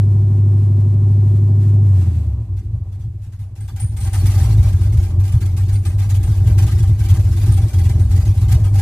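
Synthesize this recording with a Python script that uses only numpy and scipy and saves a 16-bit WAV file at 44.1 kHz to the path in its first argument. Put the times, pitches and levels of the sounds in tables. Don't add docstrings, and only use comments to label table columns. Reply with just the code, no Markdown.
import sys
import numpy as np
from scipy import signal
from scipy.fft import rfft, irfft, next_fast_len
from scipy.io import wavfile
from scipy.ndimage import uniform_filter1d, minimum_filter1d

SR = 44100
rng = np.random.default_rng(int(sys.argv[2]) if len(sys.argv) > 2 else 0)


def nominal_scale(level):
    x = np.asarray(level, float) / 20
    return 10 ** x


def unload_wav(signal):
    wavfile.write(
        sys.argv[1],
        SR,
        np.round(np.clip(np.atleast_2d(signal).T, -1, 1) * 32767).astype(np.int16),
    )


N = 388521
RUN_IN = 8192

# t/s, firing rate/Hz
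ENGINE = [(0, 100.7), (.6, 100.4), (1.2, 100.9), (1.85, 101.1), (2.0, 92), (2.2, 77), (2.6, 53), (3.0, 39),
          (3.5, 36), (4.0, 44), (4.45, 54.5), (4.75, 48.5), (5.0, 45), (5.5, 42.5), (6.5, 45), (7.0, 43.5),
          (8.2, 43), (8.81, 45)]
# f/Hz, width/Hz, level/dB
CABIN = [(44.3, 8.1, -26), (63.4, 5.2, -2.5), (79.7, 24, -11), (96.14, 8, 2.5), (118.2, 17.4, -11),
         (148.5, 21, -17)]


def rms_one(x):
    return x / np.sqrt(np.mean(x ** 2) + 1e-20)


def in_time(rows, early=0):
    s, *columns = np.transpose(rows)
    t = np.arange(-early, N) / SR
    return [np.interp(t, s, column) for column in columns]


def at_hz(points, hz):
    table = np.array(points, float)
    return np.interp(np.log(hz + 1), np.log(table[:, 0] + 1), table[:, 1])


def bandpass(x, low_hz, high_hz):
    return signal.sosfilt(signal.butter(2, [low_hz, high_hz], "band", fs=SR, output="sos"), x)


def resonate(x, modes):
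    out = 0
    for k, (hz, width, db) in enumerate(modes):
        r = np.exp(-np.pi * width / SR)
        a = [1, -2 * r * np.cos(2 * np.pi * hz / SR), r * r]
        b = [(1 - r * r) / 2, 0, (r * r - 1) / 2]
        out = out + (-1) ** k * nominal_scale(db) * signal.lfilter(b, a, x)
    return out


def response(modes, hz):
    power = sum(nominal_scale(2 * db) / (1 + (2 * (hz - top_hz) / width) ** 2) for top_hz, width, db in modes)
    return np.sqrt(power)


def evened(x, span_s):
    return x / np.sqrt(uniform_filter1d(x ** 2, int(span_s * SR)) + 1e-12)


def drift(rate):
    r = np.exp(-80 * np.pi * rate / SR)
    slow = signal.lfilter([1], [1, -2 * r, r * r], rng.standard_normal(N // 40 + 2002))[2000:]
    return np.interp(np.arange(N) / 40, np.arange(len(slow)), rms_one(slow))


def at_ports(x, spectrum):
    # f/Hz, share
    likeness = [(100, 0.72), (1400, 0.93), (2400, 0.47), (4000, 0.3), (8000, 0.24), (15000, .7)]
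    # f/Hz, phase/rad
    lead = [(100, 0), (2000, .1), (2800, 2.3), (3200, 3), (3500, .3), (4000, -.8), (5000, -1.8),
            (7000, -1.3), (15000, -1.6)]
    size = next_fast_len(N + RUN_IN)
    hz = np.arange(size // 2 + 1) * SR / size
    first, other = rfft(x, size) * nominal_scale(at_hz(spectrum, hz))
    alike = np.clip(at_hz(likeness, hz), 0, 1)
    right = alike * first * np.exp(-1j * at_hz(lead, hz)) + np.sqrt(1 - alike ** 2) * other
    return irfft(np.array([first, right]), size)[:, :N]


def orders(per_s, start, strongest, spread, wobble_db):
    # order, level/dB
    exhaust = [(1, -50), (3, -60), (4, -48), (5, -22.5), (6, -35), (7, -37.5), (8, 2.5), (9, -22.5),
               (10, -15), (11, -18), (12, -19), (13, -30.5), (14, -24.5), (15, -33.5), (16, -48), (17, -31),
               (18, -28), (19, -27.5), (20, -43.5), (21, -35), (22, -42.5), (24, -48.5), (25, -45.5),
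               (26, -36), (27, -47.5), (28, -34), (29, -31.5), (30, -35.5), (31, -41), (32, -38)]
    held_hz = 100.7
    slow = per_s[::8]
    cycles = np.cumsum(slow) / SR + start
    out, power = 0, 0
    body = CABIN + [(312, 170, -43.5)]
    for order, db in exhaust:
        odd = order != 8
        gain = response(body, order * slow / 8) / response(body, order * held_hz / 8)
        gain = gain * nominal_scale(db + wobble_db * drift(3)[::8] * odd)
        gain = gain * (slow / held_hz) ** (3 * odd)
        phase = odd * (order * strongest + spread * order ** 2 + 0.13 * rng.standard_normal())
        out = out + gain * np.sin(2 * np.pi * (order * cycles + phase))
        power = power + gain ** 2 / 2
    return signal.resample_poly(out / np.sqrt(power), 8, 1, padtype="line")[:N]


def firings(per_s, steady, memory, fresh, jitter, width_hz):
    at = np.flatnonzero(np.diff(np.floor(np.cumsum(per_s) / SR)))
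    chance = rng.standard_normal((2000, 3))
    keep = np.clip(memory, 0, .98)
    by_cylinder = chance[:, 2].reshape(-1, 8)
    lope = signal.lfilter([np.sqrt(1 - keep ** 2)], [1, -keep], by_cylinder, axis=0).ravel()
    strength = (steady + lope + fresh * chance[:, 1])[800:800 + len(at)]
    late = (jitter * chance[:len(at), 0] * SR / per_s[at]).astype(int)
    at = np.clip(at + late, 0, len(per_s) - 1)
    pulses = np.full(len(per_s), 1e-18)
    pulses[at] = strength
    return signal.sosfilt(signal.butter(1, width_hz, fs=SR, output="sos"), pulses)


def bumps(rows, half_s):
    kicks = np.zeros(N)
    s, db = np.transpose(rows)
    kicks[(s * SR).astype(int)] = db
    bell = np.exp(-.5 * (np.arange(-4000, 4001) / (half_s * SR)) ** 2)
    return signal.fftconvolve(kicks, bell, "same")


def lumps():
    # t/s, level/dB
    misfires = [(2.26, -3), (2.644, -7), (2.883, -2), (3.128, 2.5), (3.317, -3), (3.507, -2), (3.557, -11),
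                (3.966, -3.5), (4.116, -10), (4.325, -7), (4.794, -6), (5.024, -3.5), (5.118, -7.1),
                (5.293, -6), (5.567, -1.5), (5.847, -12), (5.927, -5), (6.086, -5), (6.351, -8.5),
                (6.705, -9), (6.984, -6), (7.084, -3), (7.363, -5), (7.727, -11.2), (7.932, -7.5),
                (8.356, -11), (8.491, 0), (8.695, -6), (7.69, -13), (3.3, -5)]
    # t/s, level/dB
    surges = [(2.749, 5), (3.063, 6.5), (3.278, 3), (3.417, 5.6), (3.627, 2), (3.841, 7.6), (4.295, -0.5),
              (4.595, 5.5), (4.739, 3.5), (4.984, 4), (5.208, 4), (5.358, 6), (5.632, 4), (5.742, 5),
              (5.892, 2), (6.899, 5.3), (7.129, 7), (7.503, 3), (8.296, 1.5), (8.551, 4.5)]
    return bumps(misfires, half_s=0.012) + bumps(surges, half_s=0.015)


def cabin_boom(per_s, pulses, share, level_db):
    uneven = evened(resonate(resonate(pulses, CABIN), [(85, 80, 0)]), .07)
    uneven = bandpass(uneven, 45, 190)[RUN_IN:]
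    clean = orders(per_s, start=0.022, strongest=.93, spread=0.004045, wobble_db=0.5)
    boom = nominal_scale(level_db) * (np.sqrt(1 - share) * clean + np.sqrt(share) * uneven)
    throb = np.sin(2 * np.pi * np.cumsum(per_s) / SR)
    return boom + share * nominal_scale(-46.5) * throb


def floor_pan(pulses, noise, share, swing_db):
    # f/Hz, width/Hz, level/dB
    pan_modes = [(192.8, 8.1, 4.5), (240.8, 5.3, 3.5), (277, 39, -4), (333.4, 13, 4), (350.5, 32, -0.5)]
    rung = bandpass(resonate(rms_one(pulses) + 3 * noise, pan_modes), 165, 430)
    return evened(rung, 0.16)[:, RUN_IN:] * nominal_scale(-38 + 1.01 * swing_db + share * 1.3 * drift(4.6))


def dash_panel(pulses, noise, share, swing_db):
    # f/Hz, width/Hz, level/dB
    dash_modes = [(470, 70, -2), (530, 50, -4), (610, 28, 1), (790, 50, -4), (940, 80, -9),
                  (1100, 200, -12)]
    rung = bandpass(resonate(.3 * rms_one(pulses) + 3 * noise, dash_modes), 430, 1900)
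    return evened(rung, .3)[:, RUN_IN:] * nominal_scale(-48.5 + swing_db + share * (3.0 * drift(7.7) - 0.5))


def engine():
    # t/s, level/dB
    effort = [(0, -11), (1.2, -11), (1.98, -10), (2.1, -13.5), (2.5, -19), (3.0, -25.5), (3.4, -28.5),
              (3.9, -21), (4.28, -10), (4.8, -12), (5.7, -15.5), (6.25, -11), (6.6, -9.5), (6.95, -12.5),
              (7.6, -11), (8.1, -10.5), (8.4, -11.5), (8.81, -10.5)]
    early_per_s, = in_time(ENGINE, RUN_IN)
    per_s = early_per_s[RUN_IN:]
    share = 1 / (1 + np.exp((per_s - 68) / 7))
    pulses = firings(early_per_s, steady=.2, memory=.8, fresh=.5, jitter=.05, width_hz=300)
    effort_db, = in_time(effort)
    lumps_db = lumps()
    boom = cabin_boom(per_s, pulses, share, effort_db + lumps_db)
    gas = rng.standard_normal((2, len(pulses)))
    swing_db = effort_db - effort_db[0] + 0.15 * lumps_db
    pan = floor_pan(pulses, gas, share, swing_db)
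    dash = dash_panel(pulses, gas, share, swing_db)
    side = nominal_scale(-29.0) * pan[1] + nominal_scale(-30) * pan[0]
    side += nominal_scale(-14) * dash[1] + nominal_scale(-18.5) * dash[0]
    side += nominal_scale(-35) * np.roll(boom, 90) + nominal_scale(-38.5) * boom
    return boom + pan[0] + dash[0] + side * [[1], [-1]]


def whirr():
    # f/Hz, level/dB per Hz
    colour = [(530, -33), (900, -12.5), (1060, -13), (1600, -11), (3000, -12.5), (5990, -16.5),
              (7520, -14.5), (11800, -18.5), (15600, -27)]
    # t/s, level/dB
    loudness = [
        (0, -60),
        (1.59, -58),
        (1.63, -54),
        (1.72, -58),
        (1.92, -57.5),
        (1.97, -51.5),
        (2.17, -54.5),
        (2.27, -61.5),
        (2.6, -69.5),
    ]
    # f/Hz, width/Hz, level/dB
    whines = [(2670, 250, -5), (3660, 87, -0.5), (7900, 61, -3.5), (10200, 60, -3)]
    level_db, = in_time(loudness)
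    noise = rng.standard_normal((2, N))
    flicker_db = 1.2 * drift(12)
    heard = at_ports(noise + 0.91 * resonate(noise, whines), colour)
    return nominal_scale(level_db + 3.5 + flicker_db) * rms_one(heard)


def knocks():
    # t/s, rattle peak level/dB
    singles = [(2.5666, -41), (2.7304, -52), (2.9205, -42), (2.9974, -44.5), (3.039, -56), (3.2196, -41.5),
               (3.322, -43.5), (3.394, -40.5), (3.557, -37), (3.6047, -37.5), (3.6805, -33.5),
               (3.7634, -32), (3.801, -30)]
    # first t/s, last t/s, rattle peak level/dB, swell over the run/dB
    lurches = [(3.968, 4.0474, -30, 2), (4.1335, 4.1794, -23, -5.5), (4.2573, 4.4694, -25, -14.5),
               (4.579, 4.7257, -31, -4), (4.811, 4.813, -32.5, 0), (4.922, 5.0823, -31, -3.5),
               (5.1975, 5.3223, -33.5, 4), (5.4076, 5.456, -31, 0), (5.5672, 5.5994, -28.5, -4),
               (5.686, 5.7276, -28.5, -0.5), (5.8538, 5.8534, -25.5, 0), (5.9854, 6.018, -29, 0),
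               (6.095, 6.1451, -27, -3), (6.2305, 6.3534, -29, -6), (6.4433, 6.4704, -35.5, 8.5),
               (6.5804, 6.7144, -22.5, -10), (6.779, 6.8764, -29.5, -4), (6.9902, 7.0354, -29, -1.4),
               (7.088, 7.2469, -25, -6.5), (7.3182, 7.4619, -30, 3.5), (7.5185, 7.618, -27.5, -2),
               (7.6894, 7.735, -31, 4.5), (7.786, 7.894, -28, 0.5), (7.9946, 7.9952, -29.5, 0),
               (8.111, 8.2027, -24.5, -7), (8.254, 8.2556, -26, 0), (8.3726, 8.4115, -30, 1),
               (8.4846, 8.513, -27, 3), (8.6403, 8.6423, -26, 0), (8.7427, 8.79, -24, -2.5)]
    gap_s = .047
    rows = list(singles)
    for first, last, db, swell_db in lurches:
        along = np.linspace(0, 1, 1 + round((last - first) / gap_s))
        rows += zip(first + along * (last - first), db + along * swell_db)
    s, db = np.transpose(rows)
    kicks = np.full(N, 1e-18)
    kicks[(s * SR).astype(int) - 220] = nominal_scale(db)
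    return kicks


def jolted(kicks, rise_s, fall_s):
    fall, rise = np.exp(-1 / (fall_s * SR)), np.exp(-1 / (rise_s * SR))
    dying = signal.lfilter([1], [1, -fall], kicks)
    return signal.lfilter([1 - rise], [1, -rise], dying)


def chatter(per_s, spread_db, hiss):
    sizes = nominal_scale(spread_db * np.minimum(rng.exponential(1, (2, N)), 4))
    sizes = sizes * rng.choice([-1, 1], (2, N))
    touching = rng.random((2, N)) < per_s / SR
    return rms_one(sizes * touching) + hiss * rng.standard_normal((2, N))


def pings(shake, per_s, low_hz, high_hz, ring_s):
    at = np.flatnonzero(rng.random(N) < per_s / SR)
    chance = rng.random((len(at), 3))
    hz = low_hz * (high_hz / low_hz) ** chance[:, :1]
    t = np.arange(1000) / SR
    size = shake[at, None] * nominal_scale(9 * chance[:, 1:2])
    shape = nominal_scale(-60 * t / ring_s) * (1 - np.exp(-t / 0.0032))
    rung = size * np.sin(2 * np.pi * hz * t) * shape
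    where = (at[:, None] + np.arange(len(t))).ravel()
    sides = [rung, rung * np.sign(chance[:, 2:] - .5)]
    return np.array([np.bincount(where, side.ravel(), N + len(t))[:N] for side in sides])


def trim():
    # f/Hz, level/dB per Hz
    rattle = [(530, -9), (900, -31), (1420, -11.5), (2070, -7.5), (2250, -5.5), (3220, -5), (3500, -7),
              (7430, -6), (8880, -7), (12100, -8.5), (15600, -15)]
    # f/Hz, width/Hz, level/dB
    trim_modes = [(576, 6.6, -6), (779.6, 21, 8.5), (954, 33, -5), (1237, 23, -5.5), (1607, 41, -6),
                  (1770, 22, -11.5), (2060, 40, -7.5), (2210, 11, -25), (2360, 17, -9), (3280, 60, -33),
                  (4520, 10, -6.5)]
    contacts, kicks = chatter(per_s=2500, spread_db=-1.5, hiss=0.79), knocks()
    bursts = jolted(kicks * nominal_scale(-9), rise_s=.007, fall_s=.027) * nominal_scale(2.2 * drift(30))
    over_hz = np.clip(in_time(ENGINE)[0], 0, 56) - 44
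    buzz_db = -14.5 - 12.5 + 0.896 * over_hz + 2.62 * drift(21)
    buzz = jolted(kicks, rise_s=0.089, fall_s=0.13) * nominal_scale(buzz_db)
    shake = np.hypot(bursts, buzz)
    hiss = shake * rms_one(at_ports(contacts, rattle))
    panels = resonate(shake * chatter(per_s=120, spread_db=-0.5, hiss=0.21), trim_modes)
    struck = np.roll(kicks, 400) * nominal_scale(3.5 * rng.standard_normal(N))
    panels += nominal_scale(14) * resonate(struck, [(780, 40, -1.5), (896, 77, -5), (2040, 55, -9.5)])
    rings = pings(shake, per_s=700, low_hz=790, high_hz=13960, ring_s=0.091)
    thuds = pings(shake, per_s=60, low_hz=671, high_hz=1257, ring_s=0.11)
    ringing = 4.67 * panels + 0.27 * rings + 0.36 * thuds
    return 0.93 * hiss + at_ports(ringing, [(500, -4), (3000, 2.5), (12000, -1.0)])


def key_ring():
    # t/s, peak level/dB, f/Hz
    shakes = [(3.394, -59, 9700), (3.6047, -47.5, 8640), (3.7634, -55, 9400), (3.8, -30, 9140),
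              (3.969, -38.5, 8630), (4.003, -38, 9040), (4.0474, -45, 8910), (4.1315, -34.5, 9100),
              (4.1794, -51, 9300), (4.2589, -36.5, 9600), (4.4094, -40, 9350), (4.813, -51, 8780),
              (5.3223, -46, 9220), (5.5692, -47, 8300), (5.7276, -41, 9040), (5.8534, -39.5, 8670),
              (6.2322, -41, 8800), (6.5824, -44, 9800), (7.3188, -54, 8900), (7.4619, -50, 9250),
              (7.5205, -36.5, 8900), (7.6877, -49, 8750), (7.7843, -48, 9200), (7.894, -51, 8610),
              (7.9952, -45, 8800), (8.3706, -48, 8600), (8.6423, -45, 8800), (8.7415, -54, 9100)]
    shiver, out = chatter(per_s=2100, spread_db=-10.0, hiss=0.53), np.zeros((2, N))
    t = np.arange(SR // 3) / SR
    shape = (1 - np.exp(-t / 0.0008)) * np.exp(-t / .045)
    for s, db, hz in shakes:
        at = round(s * SR)
        bands = [(hz - 220, 350, 0), (hz + 250, 400, -2)]
        rung = rms_one(resonate(shiver[:, at:at + len(t)], bands))
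        out[:, at:at + len(t)] += nominal_scale(db) * rung * shape[:N - at]
    return at_ports(out, [(100, 0), (20000, 0.0042)])


def scene():
    return engine() + whirr() + trim() + key_ring()


def band_limit(x):
    return signal.sosfilt(signal.butter(12, 15830, fs=SR, output="sos"), x)


def record(dry):
    peak = -minimum_filter1d(-np.abs(dry).max(axis=0), 1200)
    gain = uniform_filter1d(np.minimum(1, .9 / (peak + 1e-9)), 1200)
    top = signal.cheby2(12, 60, 16300, fs=SR, output="sos")
    mix = signal.sosfilt(top, gain * dry)
    return band_limit(mix)


dry = scene()
out = record(dry)
unload_wav(out)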